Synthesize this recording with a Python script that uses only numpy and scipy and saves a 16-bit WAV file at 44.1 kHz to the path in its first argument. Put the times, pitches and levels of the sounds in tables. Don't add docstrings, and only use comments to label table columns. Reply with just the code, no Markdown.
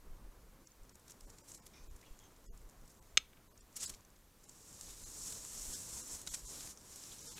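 import sys
import numpy as np
from scipy import signal
from scipy.fft import rfft, irfft, next_fast_len
from scipy.io import wavfile
from scipy.ndimage import uniform_filter1d

SR = 44100
rng = np.random.default_rng(int(sys.argv[2]) if len(sys.argv) > 2 else 0)


def store_wav(level_fs):
    pcm = np.round(np.clip(np.atleast_2d(level_fs), -1, 1) * 32767)
    wavfile.write(sys.argv[1], SR, pcm.T.astype(np.int16))


def undo_db(level):
    steps = np.asarray(level, float) / 20
    return 10 ** steps


N = 326278

# peak t/s, level/dB, half length/s
GUSTS = [(0.02, -66, 0.02), (0.113, -52, 0.048), (0.257, -54, 0.038), (.33, -61, 0.21), (0.83, -58, 0.025),
         (1.257, -58, 0.036), (1.83, -55, 0.023), (1.927, -48.5, 0.04), (2.12, -52.5, 0.02),
         (2.523, -54, 0.065), (2.64, -60, 0.062), (2.828, -56, 0.033), (3.178, -60.5, 0.072),
         (3.617, -65, 0.036), (3.92, -58, 0.034), (4.906, -54, 0.054), (5.055, -54, 0.031),
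         (5.182, -67, 0.044), (5.4, -59, 0.023), (5.6, -54, 0.044), (5.691, -47.5, 0.027),
         (6.14, -61, 0.033), (6.305, -57.5, 0.024), (6.442, -53, 0.021)]
CALM_DB, CALM_SWING_DB = -69.5, 2
# t/s, level/dB
WOOD = [(0, -68.5), (.3, -65.5), (.7, -70), (1.4, -67), (1.8, -68), (2.15, -66.5), (2.5, -68),
        (3.55, -69.5), (3.72, -70.5), (3.9, -65), (4.25, -72.5), (7.4, -69)]
# f/Hz, level/dB per Hz
MURMUR = [(29, -25.5), (50, -1.5), (495, -11.5), (757, -16.5), (1030, -14.5), (2500, -28.5), (3250, -58.5),
          (5500, -120)]
RUMBLE_DB, RUMBLE_FOLLOWS = -62, 0.41
# f/Hz, level/dB per Hz
CIRCUIT = [(710, -38.5), (1200, -9.5), (2470, -9.5), (5150, -10), (6900, -9), (9330, -11.5), (14100, -10),
           (15200, -14.5), (15800, -18)]
CIRCUIT_DB = -71

# t/s, peak level/dB, dull part/dB, sharp part/dB
FOOT_TICKS = [(.671, -50, -15, -10), (0.833, -57, -11, -13), (.893, -47, -9, -14), (0.953, -50, -15, -1),
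              (.9956, -59, -14, 0), (1.0794, -49, -8, -3), (1.0979, -50, -19, -16), (1.106, -47, -4, 2),
              (1.118, -48, -21, -6), (1.206, -46, -17, -3), (1.3835, -46.5, -3.5, -9),
              (1.516, -38.5, -22, -12), (1.547, -44, -6, 1), (1.5748, -46, -24, -21),
              (1.8432, -53, -17, -18), (1.912, -64, -16, -17), (1.961, -55, -19, 5), (2.0123, -54, -1, -2),
              (2.188, -58, -17, 0), (2.1974, -62, -13, -14), (2.362, -54, -19, -16), (2.442, -64, -18, -18),
              (2.462, -47.5, -23, -24), (2.574, -50, -19, -8), (2.695, -52, -26, -2),
              (2.8766, -50, -18, -5), (2.984, -66, -8, -15),
              (3.575, -46.5, -24, -25.5), (3.608, -45.5, -22.5, -20), (3.7269, -58, -16, -9),
              (3.76, -36, -29, -16), (4.0485, -52, -18, -21), (4.1006, -57, -18, -15),
              (4.162, -57, -17, -15.5), (4.4935, -39.5, -20, -22), (4.8103, -37, -29, -18),
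              (5.031, -45, -24, -18), (5.3243, -41.5, 3.5, -19), (6.2148, -45.5, -28, 3),
              (6.2654, -43, -22, -17), (6.606, -39.5, -0.5, -20.5), (6.672, -41.5, 1, -15),
              (6.774, -47, -26, -22), (6.813, -54, -7, -15), (6.958, -40, -12, 0), (7.052, -49, -4, -15),
              (7.036, -46, -2, -11), (7.182, -40, -21, -16), (7.19, -49, -25, -22), (7.38, -52, 13, -14)]
TICK_S = 0.005
# t/s, peak level/dB, length/s, dull part/dB, sharp part/dB
CRUNCHES = [(1.2965, -49.5, 0.013, -9, -6), (1.475, -48.5, 0.034, -30, -0.5), (1.6621, -49.5, 0.0097, 1, 6),
            (2.8894, -55.5, 0.034, -17, -2), (3.7615, -37.5, 0.016, -6, 2.5), (3.776, -46, 0.01, -8, -3.5),
            (3.795, -35, 0.04, -23, -20), (3.785, -48, 0.02, -16, -13), (3.8254, -31.5, 0.018, -11, -5),
            (3.8571, -30, 0.011, -16.5, -11), (3.8925, -36.5, 0.012, -4.5, 0),
            (3.936, -47, 0.0087, -3, -12), (3.946, -48, 0.0062, -8, -12), (4.4376, -52, 0.0073, -13, -1),
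            (6.271, -29.5, 0.009, -6, -10.5), (6.3355, -29, 0.017, -6, -8.5), (1.095, -52, 0.024, -18, -1),
            (1.495, -49, .05, -22, -9), (1.535, -48, 0.027, -20, -5)]
# t/s, hiss level/dB, swell/dB per s, fade/dB per s, quill weight/dB
BRUSHES = [
    (1.1, -73, 250, 303, 16),
    (1.33, -74.5, 30, 32, 6),
    (1.49, -70, 150, 85, 6.5),
    (1.62, -89, 30, 63, -5),
    (1.78, -86.5, 37, 22, 15),
    (2.08, -79.5, 11, 14.5, 12),
    (3.05, -79.5, 16, 71, 4.5),
    (3.841, -52, 240, 183, 10.5),
]
# t/s, hiss level/dB, quill weight/dB
DRAG = [(4.2, -104, -3), (4.48, -70, 3), (4.65, -64.5, 1), (4.9, -58, 6), (4.96, -61, 6), (5.02, -58.5, 3),
        (5.11, -56, -1), (5.2, -54, -2), (5.275, -47.5, 0), (5.39, -54, 1), (5.53, -53.5, 2.5),
        (5.6, -50, 0.5), (5.755, -48.5, 1), (5.87, -55, 2.5), (5.98, -50, -0.5), (6.06, -55.5, 3),
        (6.13, -49.5, -1), (6.19, -55, 4.5)]
# t/s, hiss level/dB, quill weight/dB
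DRAG_STRIDE = [
    (6.25, -64.5, 7.5),
    (6.3, -57, 7.5),
    (6.36, -55, 0.5),
    (6.43, -63, 6.5),
    (6.48, -53.5, -2.5),
    (6.6, -55, 6.5),
    (6.708, -55.5, 4.5),
]
# t/s, hiss level/dB, quill weight/dB
DRAG_FAR = [
    (6.7, -74, -4),
    (6.8, -65.5, 1),
    (6.93, -59.5, 5.5),
    (7.13, -58, 6),
    (7.17, -62.5, 7.5),
    (7.28, -55.5, 2.5),
    (7.4, -61.5, 14),
]
LIFT_DB_PER_S = 422
# f/Hz, level/dB per Hz
DRAG_HISS = [(1470, -35), (2500, -27.5), (3130, -20.5), (4360, -9.5), (4750, -10), (5630, 0.5),
             (6080, -3.5), (7260, -0.5), (10400, -7.5), (11600, -10), (14700, -19), (15800, -28)]
# f/Hz, level/dB per Hz
DRAG_DULL = [(200, 2), (500, -7), (1200, -2.5), (2300, -1.5), (4000, 1), (5000, -2.5), (8000, -28)]
DULL_DB, SHARP_DB, SHARP_FOLLOWS = -12.5, -5, 0.43
# t/s, gain per quill upward/dB
TURN = [(4.4, 1.5), (5.2, 2.5), (5.8, 4.5), (6.2, 3.5), (6.6, 1.5), (7.0, 2.5), (7.4, 0.5)]
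OUTER_START_S, OUTER_END_S, OUTER_DB = 5.93, 6.71, -15
OUTER_LOW_HZ, OUTER_HIGH_HZ = 8400, 10400

# t/s, peak level/dB, ring f/Hz
PINS = [(0.673, -49, 6000), (0.8332, -58, 8100), (0.8955, -53, 7000), (0.9563, -50, 8200),
        (0.9961, -62, 6700), (1.0797, -51, 6300), (1.0986, -44, 6100), (1.1214, -52, 5500),
        (1.2098, -46, 5600), (1.2974, -52, 7750), (1.4988, -53, 6900), (1.5185, -43, 6900),
        (1.5317, -50, 8000), (1.5379, -46, 6900), (1.5459, -44, 6440), (1.5998, -53, 6950),
        (1.6226, -55, 6400), (1.658, -58, 7400), (1.6786, -53, 6500), (1.913, -55, 6900),
        (1.9642, -51, 7100), (2.1909, -54, 6500), (2.199, -53, 6850), (2.3642, -60, 6800),
        (2.442, -58, 5600), (2.4666, -55, 6270), (2.6906, -54, 7000), (2.6972, -51.5, 6240),
        (2.7109, -57, 6800), (2.8137, -60, 6800), (2.8779, -54, 7700), (2.9424, -58, 7100),
        (2.9509, -62, 7400), (2.9953, -54, 7500), (3.0268, -53, 6700), (3.0723, -69, 7180),
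        (3.7284, -55, 6200), (3.7578, -43, 6700), (3.9295, -48, 6800), (4.0499, -53, 6200),
        (4.1033, -59, 7200), (4.1599, -59.5, 6790), (4.4347, -55, 6900), (4.489, -50, 7400),
        (4.4938, -46, 7100), (4.7287, -43, 7600), (4.7492, -50, 7700), (4.8116, -33.5, 7500),
        (5.0386, -37, 6730), (5.3271, -37, 8200), (5.4499, -33.5, 7400), (5.7386, -33.5, 6900),
        (6.216, -39, 8750), (6.2662, -38, 8600), (6.3069, -43, 6580), (6.311, -40, 6770),
        (6.606, -39, 7500), (6.7125, -53, 7000), (6.7742, -42, 6030), (7.1925, -42, 6000)]
# t/s, peak level/dB, ring f/Hz
FAINT_PINS = [(0.8516, -53, 6150), (0.9961, -54, 8900), (1.1214, -47, 8000), (1.1442, -60, 7050),
              (1.2371, -52, 8000), (1.3022, -47, 6500), (1.3907, -54, 6700), (1.4865, -44, 5850),
              (1.4987, -45, 5900), (1.5527, -49, 6500), (1.6254, -55, 7500), (1.6574, -50, 11150),
              (1.7441, -53, 3500), (1.8389, -53, 7100), (1.8446, -53, 6800), (2.0638, -53, 6150),
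              (2.1909, -49, 6900), (2.1991, -51, 6400), (2.2553, -57, 6700), (2.3214, -55, 7250),
              (2.4774, -55, 6030), (2.55, -57, 7200), (2.6173, -52, 7950), (2.8385, -58, 6750),
              (2.854, -54, 5600), (2.8582, -52, 8050), (2.9508, -54, 7700), (2.9647, -57, 7600),
              (2.9741, -57, 7700), (3.0105, -57, 8120), (3.0723, -59, 7250), (3.1098, -59, 7200),
              (3.127, -59, 7700), (3.1444, -56.5, 7650), (3.6089, -54.5, 6300), (3.6299, -56, 5950),
              (3.6425, -59, 7200), (3.6782, -58, 10550), (3.7663, -33, 7450), (3.8075, -33, 7700),
              (3.8297, -31, 6750), (3.9474, -42, 5700), (4.0082, -48, 6800), (4.1638, -56.5, 6300),
              (4.1905, -57, 7600), (4.2099, -59.5, 7400), (4.248, -58, 7900), (4.4382, -50, 6550),
              (4.8886, -43, 7400), (4.9043, -40, 7100), (4.908, -41, 7150), (5.3241, -28, 7650),
              (5.7385, -33, 7060), (6.1501, -35, 7150), (6.9254, -40, 7250), (7.0379, -41, 5100),
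              (7.0557, -42, 6250), (7.2095, -43, 7100)]
PIN_DB, FAINT_PIN_DB, PIN_CRACK_DB, PIN_T60_S = 2.5, -3.5, -8.5, 0.0035

# t/s, level/dB, longer ring f/Hz, shorter ring f/Hz, length/s
RIVAL = [
    (1.734, -70, 2440, 5400, 0.085),
    (1.735, -72, 5600, 6100, 0.096),
    (1.736, -70.5, 3650, 2030, 0.063),
    (1.765, -74, 6200, 4700, 0.097),
    (2.03, -65, 2180, 3300, 0.003),
    (2.043, -74, 3300, 2720, 0.1),
    (2.198, -71.5, 3300, 6840, 0.044),
    (2.233, -69, 6340, 3220, 0.042),
    (7.115, -59, 3480, 3970, 0.014),
]
RIVAL_SHORTER_DB = -1.5

RATTLE_START_S, RATTLE_DB, RATTLE_HZ = 2.0277, -52, 2000
RATTLE_GAP_S, RATTLE_LOSS_DB, RATTLE_RISE_HZ = .0103, 1.5, 300
# t/s, peak level/dB, ring f/Hz
SLABS = [
    (3.766, -52, 2200),
    (3.774, -50, 2150),
    (3.938, -50, 2250),
    (6.2725, -42.5, 1490),
    (6.274, -33, 3930),
    (7.381, -43, 2570),
    (7.384, -49, 1700),
    (7.122, -50, 3400),
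]
KNOCK_T60_S = 0.013

# t/s, peak level/dB, snow bounce delay/s, bounce level/dB
CLICK = [
    (3.1728, -8.6, .00059, -9),
    (3.1759, -5.6, .00078, -11.5),
]
# f/Hz, level/dB, t60/s
THROAT = [(1290, -13, .012), (1590, -19.5, .008), (2255, -14, .010), (2700, -2.5, .0016), (2890, -21, .011),
          (3200, -25, .01), (3570, -22, .0125), (4100, -24, .011), (5230, -24, .009), (6330, -12.5, .0052),
          (6950, -31, .02), (7700, -17, .0048), (11250, -18, .0046), (12700, -24, .006)]
CHEST_HZ, CHEST_DB, CHEST_T60_S = 505, -29.5, 0.021
BEAK_CUT_HZ = 1180
PUFF_DB, PUFF_T60_S = -32, 0.017
THUMP_HZ, THUMP_DB, THUMP_T60_S = 170, -39, .03
# level/dB, t60/s, low-pass f/Hz
SCATTER = [
    (-33, 0.0321, 12000),
    (-52, 0.13, 5980),
    (-57, 0.28, 5500),
]
# delay/s, level/dB
TRUNKS = [
    (.158, -45.5),
    (0.162, -62),
    (.198, -48),
    (.203, -58),
]

# t/s, step level/dB re mean line
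STARVED = [(.196, 7.5), (.661, 8.5), (.939, 11.5), (1.264, 13), (1.427, 15), (1.566, 11), (1.613, 17.5),
           (1.891, 14), (2.472, 12), (2.495, 15), (2.518, 14), (3.006, 15), (3.494, 12.5), (3.54, 12.5),
           (3.61, 9.5), (3.865, 12.5), (4.469, 12), (5.049, 10.5), (5.746, 5.5), (6.024, 9), (6.303, 11),
           (6.466, 7), (7.232, 8.5), (7.278, 9), (7.302, 11), (7.348, 10)]
STEP_FOLLOWS, STEP_SPREAD_DB = 0.41, 4.5
# t/s, low f/Hz, high f/Hz
SPLIT = [(.405, 4700, 6400), (.614, 5700, 7000), (.614, 7700, 11000), (.614, 11800, 13800),
         (.707, 4300, 7000), (.707, 9000, 10400), (.73, 6400, 7600), (.73, 11800, 13000),
         (1.171, 11000, 12400), (1.171, 13800, 15800), (3.099, 5200, 7000), (3.47, 9600, 11000),
         (4.283, 4200, 5200), (4.283, 12400, 13800), (5.189, 6300, 7600), (5.189, 9600, 13000),
         (5.212, 14500, 15800), (5.212, 11000, 12400), (6.071, 5600, 7000), (6.071, 10300, 11800),
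         (6.907, 6300, 7600), (6.907, 11700, 13800)]
SPLIT_DB = -4.5
HOP, GRID = 1024, 464


def rms_one(x):
    return x / np.sqrt(np.mean(x ** 2) + 1e-20)


def in_time(rows):
    s, *columns = np.transpose(rows)
    return [np.interp(np.arange(N) / SR, s, c) for c in columns]


def colour(x, spectrum):
    hz, level_db = np.transpose(spectrum)
    size = next_fast_len(N)
    grid_hz = np.arange(size // 2 + 1) * SR / size + 1
    gain = undo_db(np.interp(np.log(grid_hz), np.log(hz), level_db))
    return rms_one(irfft(rfft(x, size) * gain, size)[:N])


def drift(rate_hz):
    r = np.exp(-2 * np.pi * rate_hz / SR)
    return rms_one(signal.lfilter([1], [1, -2 * r, r * r], rng.standard_normal(N + SR))[SR:])


def ring(x, hz, t60_s):
    r, w = undo_db(-60 / (t60_s * SR)), 2 * np.pi * hz / SR
    return signal.lfilter([0, np.sin(w)], [1, -2 * r * np.cos(w), r * r], x + 1e-18)


def fading(length, t60_s):
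    return undo_db(-60 * np.arange(length) / SR / t60_s)


def low_pass(x, hz):
    return signal.sosfilt(signal.butter(2, min(hz, 20000), fs=SR, output="sos"), x)


def band_pass(x, order, low_hz, high_hz):
    return signal.sosfilt(signal.butter(order, [low_hz, high_hz], "band", fs=SR, output="sos"), x)


def air(hiss_db):
    t = np.arange(0, N, 64) / SR
    gusts = sum(undo_db(db) * np.exp(-((t - s) / half_s) ** 2) for s, db, half_s in GUSTS)
    gusts = undo_db(CALM_DB + CALM_SWING_DB * drift(3.5)) + np.interp(np.arange(N) / SR, t, gusts)
    wind = band_pass(low_pass(rng.standard_normal(N + SR), 48), 1, 14, 46)[SR:]
    wood_db, = in_time(WOOD)
    rumble_db = RUMBLE_DB + RUMBLE_FOLLOWS * (hiss_db + 50.5)
    murmur = colour(rng.standard_normal(N), MURMUR) * np.hypot(undo_db(wood_db), undo_db(rumble_db))
    murmur *= undo_db(1.5 + 1.2 * drift(16))
    circuit = undo_db(CIRCUIT_DB) * colour(rng.standard_normal(N), CIRCUIT)
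    return rms_one(wind) * gusts + murmur + circuit


def drag():
    t = np.arange(N) / SR
    long_db, long_weight = in_time(DRAG + DRAG_STRIDE)
    long_db = long_db - LIFT_DB_PER_S * np.maximum(t - DRAG_STRIDE[-1][0], 0) - 100 * (t < DRAG[0][0])
    far_db, far_weight = in_time(DRAG_FAR)
    levels = [long_db, far_db - 100 * (t < DRAG_FAR[0][0])]
    weights = [long_weight, far_weight]
    for s, db, swell, fade, weight in BRUSHES:
        levels.append(db - swell * np.maximum(s - t, 0) - fade * np.maximum(t - s, 0))
        weights.append(np.full(N, weight))
    power = undo_db(levels) ** 2
    total = power.sum(axis=0)
    return 10 * np.log10(total), (power * weights).sum(axis=0) / total


def crystals(per_s, spread_db):
    sizes = undo_db(spread_db * np.minimum(rng.exponential(1, N), 5)) * rng.choice([-1, 1], N)
    return rms_one(sizes * (rng.random(N) < per_s / SR))


def add_breaks(dull, body, sharp):
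    ticks = [(s, peak_db, TICK_S, low_db, high_db) for s, peak_db, low_db, high_db in FOOT_TICKS]
    for events, suddenness, blunt in (ticks, 5.0, 2.1), (CRUNCHES, 3.5, 3.0):
        for s, peak_db, length_s, low_db, high_db in events:
            start = round(s * SR)
            age = np.arange(round(.08 * SR)) / SR / np.clip(length_s, .001, .04)
            shape = ((1 - np.exp(-suddenness * age)) * np.exp(-age ** blunt))[:N - start]
            span = slice(start, start + len(shape))
            for part, part_db in (dull, low_db), (body, 0), (sharp, high_db):
                part[span] = np.hypot(part[span], undo_db(peak_db + part_db - 10.5) * shape)


def quills(hiss):
    out, (turn_db,) = 0, in_time(TURN)
    edges_hz = np.geomspace(2500, 9500, 6)
    for k, edge_hz in enumerate(zip(edges_hz, edges_hz[1:])):
        band = signal.sosfiltfilt(signal.butter(1, edge_hz, "band", fs=SR, output="sos"), hiss)
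        out = out + band * undo_db(1.6 * drift(12) + turn_db * (k - 3.4))
    return rms_one(out)


def outer_quill(snaps):
    corners_s = [OUTER_START_S, OUTER_START_S + .08, OUTER_END_S, OUTER_END_S + .01]
    touch = np.interp(np.arange(N) / SR, corners_s, [0, 1, 1, 0])
    return undo_db(OUTER_DB) * touch * rms_one(band_pass(snaps, 4, OUTER_LOW_HZ, OUTER_HIGH_HZ))


def wings(hiss_db, weight_db):
    hiss_db = hiss_db + 0.81 * drift(25) + 0.16 * drift(120)
    dull = undo_db(hiss_db + DULL_DB + weight_db)
    body = undo_db(hiss_db)
    sharp = undo_db(hiss_db + SHARP_DB + SHARP_FOLLOWS * weight_db)
    add_breaks(dull, body, sharp)
    snaps = crystals(12000, spread_db=2.0) + 0.712 * rng.standard_normal(N)
    snaps += 0.04 * crystals(250, spread_db=5.5) * np.clip(body / undo_db(-49), 0, 1)
    hiss = colour(snaps, DRAG_HISS)
    hiss = hiss + undo_db(-8.5) * rms_one(ring(hiss, 7700, 0.00109))
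    hiss = hiss + undo_db(-21.0) * rms_one(ring(hiss, 11600, 0.00091))
    top = signal.sosfiltfilt(signal.butter(2, 9500, "high", fs=SR, output="sos"), hiss)
    scrape = quills(hiss) + outer_quill(snaps)
    return dull * colour(snaps, DRAG_DULL) + body * scrape + sharp * rms_one(top)


def pins():
    out, length = np.zeros(N), round(.01 * SR)
    snaps = PINS + [(s, db + FAINT_PIN_DB, hz) for s, db, hz in FAINT_PINS]
    cracks = rng.standard_normal((len(snaps), length)) * fading(length, 0.0017)
    cracks = band_pass(cracks, 2, 3000, 11000)
    for (s, peak_db, hz), crack in zip(snaps, cracks):
        tone = np.sin(2 * np.pi * hz * np.arange(length) / SR) * fading(length, PIN_T60_S)
        start = round(s * SR)
        out[start:start + length] += undo_db(peak_db + PIN_DB) * (tone + undo_db(PIN_CRACK_DB) * crack)
    return out


def rival():
    out, length = np.zeros(N + SR), round(.3 * SR)
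    age = np.arange(length) / SR
    for s, level_db, low_hz, high_hz, length_s in RIVAL:
        noise = rng.standard_normal((2, length))
        rings = rms_one(ring(noise[0], low_hz, 0.019))
        rings = rings + undo_db(RIVAL_SHORTER_DB) * rms_one(ring(noise[1], high_hz, 0.0081))
        swell = (1 - np.exp(-age / 0.00069)) * np.exp(-(age / length_s) ** 2)
        start = round(s * SR)
        out[start:start + length] += undo_db(level_db) * rings * swell
    return out[:N]


def knocks():
    rattle = [(RATTLE_START_S + k * RATTLE_GAP_S, RATTLE_DB - k * RATTLE_LOSS_DB,
               RATTLE_HZ + RATTLE_RISE_HZ * min(k, 3)) for k in range(5)]
    out, length = np.zeros(N + SR), round(.02 * SR)
    age = np.arange(length) / SR
    shape = fading(length, KNOCK_T60_S) * (1 - np.exp(-age / 0.00071))
    for s, peak_db, hz in rattle + SLABS:
        tone = np.sin(2 * np.pi * hz * age) + 0.53 * np.sin(2 * np.pi * 1.33 * hz * age)
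        start = round(s * SR)
        out[start:start + length] += undo_db(peak_db) * tone * shape
    return out[:N]


def throat_voice(length):
    u = (np.arange(length) / SR - .0002) / .000042
    snap = (1 - u ** 2) * np.exp(-u ** 2 / 2)
    voice = sum(undo_db(level_db) * ring(snap, hz, t60_s) for hz, level_db, t60_s in THROAT)
    beak = signal.cheby2(6, 34, .81 * BEAK_CUT_HZ, "high", fs=SR, output="sos")
    voice = signal.sosfilt(beak, voice)
    voice = signal.lfilter(*signal.iirnotch(9900, 4.0, fs=SR), voice)
    voice += undo_db(CHEST_DB) * ring(low_pass(low_pass(snap, 500), 500), CHEST_HZ, CHEST_T60_S) * 40
    voice /= voice.max()
    puff = band_pass(rng.standard_normal(length), 3, 11500, 14000)
    voice += undo_db(PUFF_DB) * puff * fading(length, PUFF_T60_S)
    voice += undo_db(THUMP_DB) * ring(np.arange(length) == 9, THUMP_HZ, THUMP_T60_S)
    return voice


def throat_click():
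    length = round(.4 * SR)
    voice = throat_voice(length)
    wood = sum(undo_db(level_db) * low_pass(rng.standard_normal(length), hz) * fading(length, t60_s)
               for level_db, t60_s, hz in SCATTER)
    wood *= 1 - np.exp(-np.arange(length) / SR / 0.00222)
    trunks = np.zeros(length)
    trunks[[round(lag_s * SR) for lag_s, db in TRUNKS]] = undo_db(np.array(TRUNKS)[:, 1])
    heard = voice + signal.fftconvolve(voice, wood + low_pass(trunks, 2100) * 2.3)[:length]
    strikes = np.zeros(N)
    for s, peak_db, lag_s, bounce_db in CLICK:
        start_s = s - .0002
        strikes[[round(start_s * SR), round((start_s + lag_s) * SR)]] = undo_db([peak_db, peak_db + bounce_db])
    return signal.fftconvolve(strikes, heard)[:N]


def scene():
    hiss_db, weight_db = drag()
    mono = air(hiss_db) + wings(hiss_db, weight_db) + pins() + rival() + knocks() + throat_click()
    return np.array([mono, mono])


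def frame_start(s):
    return GRID + HOP * (round((s * SR - GRID) / HOP) - 1)


def starve(x):
    n, k = np.arange(2 * HOP) + .5, np.arange(HOP) + .5
    window = np.sin(np.pi * n / (2 * HOP))
    basis = np.sqrt(2 / HOP) * window * np.cos(np.pi / HOP * np.outer(k, n + HOP / 2))
    out = x.copy()
    width, chance = 28, rng.standard_normal((len(STARVED), 37))
    for (s, step_db), luck in zip(STARVED, chance):
        at = frame_start(s)
        lines = basis @ x[at:at + 2 * HOP]
        mean_power = np.mean(lines[40:700] ** 2)
        local = uniform_filter1d(lines ** 2, size=5 * width) / mean_power + 1e-9
        step = undo_db(step_db) * np.sqrt(mean_power) * local ** (STEP_FOLLOWS / 2)
        step = step * undo_db(STEP_SPREAD_DB * luck.repeat(width)[:HOP])
        lost = lines - step * np.round(lines / step)
        lost[:14] = 0
        out[at:at + 2 * HOP] -= .97 * lost @ basis
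    return out


def split(x):
    out, hz = np.zeros(N), np.arange(HOP + 1) * SR / (2 * HOP)
    window = np.sin(np.pi * np.arange(2 * HOP) / (2 * HOP))
    for s, low_hz, high_hz in SPLIT:
        at = frame_start(s)
        lines = rfft(x[at - 2 * HOP:at]) * (hz > low_hz) * (hz < high_hz)
        out[at:at + 2 * HOP] += undo_db(SPLIT_DB) * irfft(lines) * window
    return out


def top_cut(x):
    return signal.sosfilt(signal.butter(12, 15790, fs=SR, output="sos"), x)


def record(dry):
    mono = starve(dry[0])
    apart = split(mono)
    return top_cut(np.array([mono + apart, mono - apart]))


dry = scene()
out = record(dry)
store_wav(out)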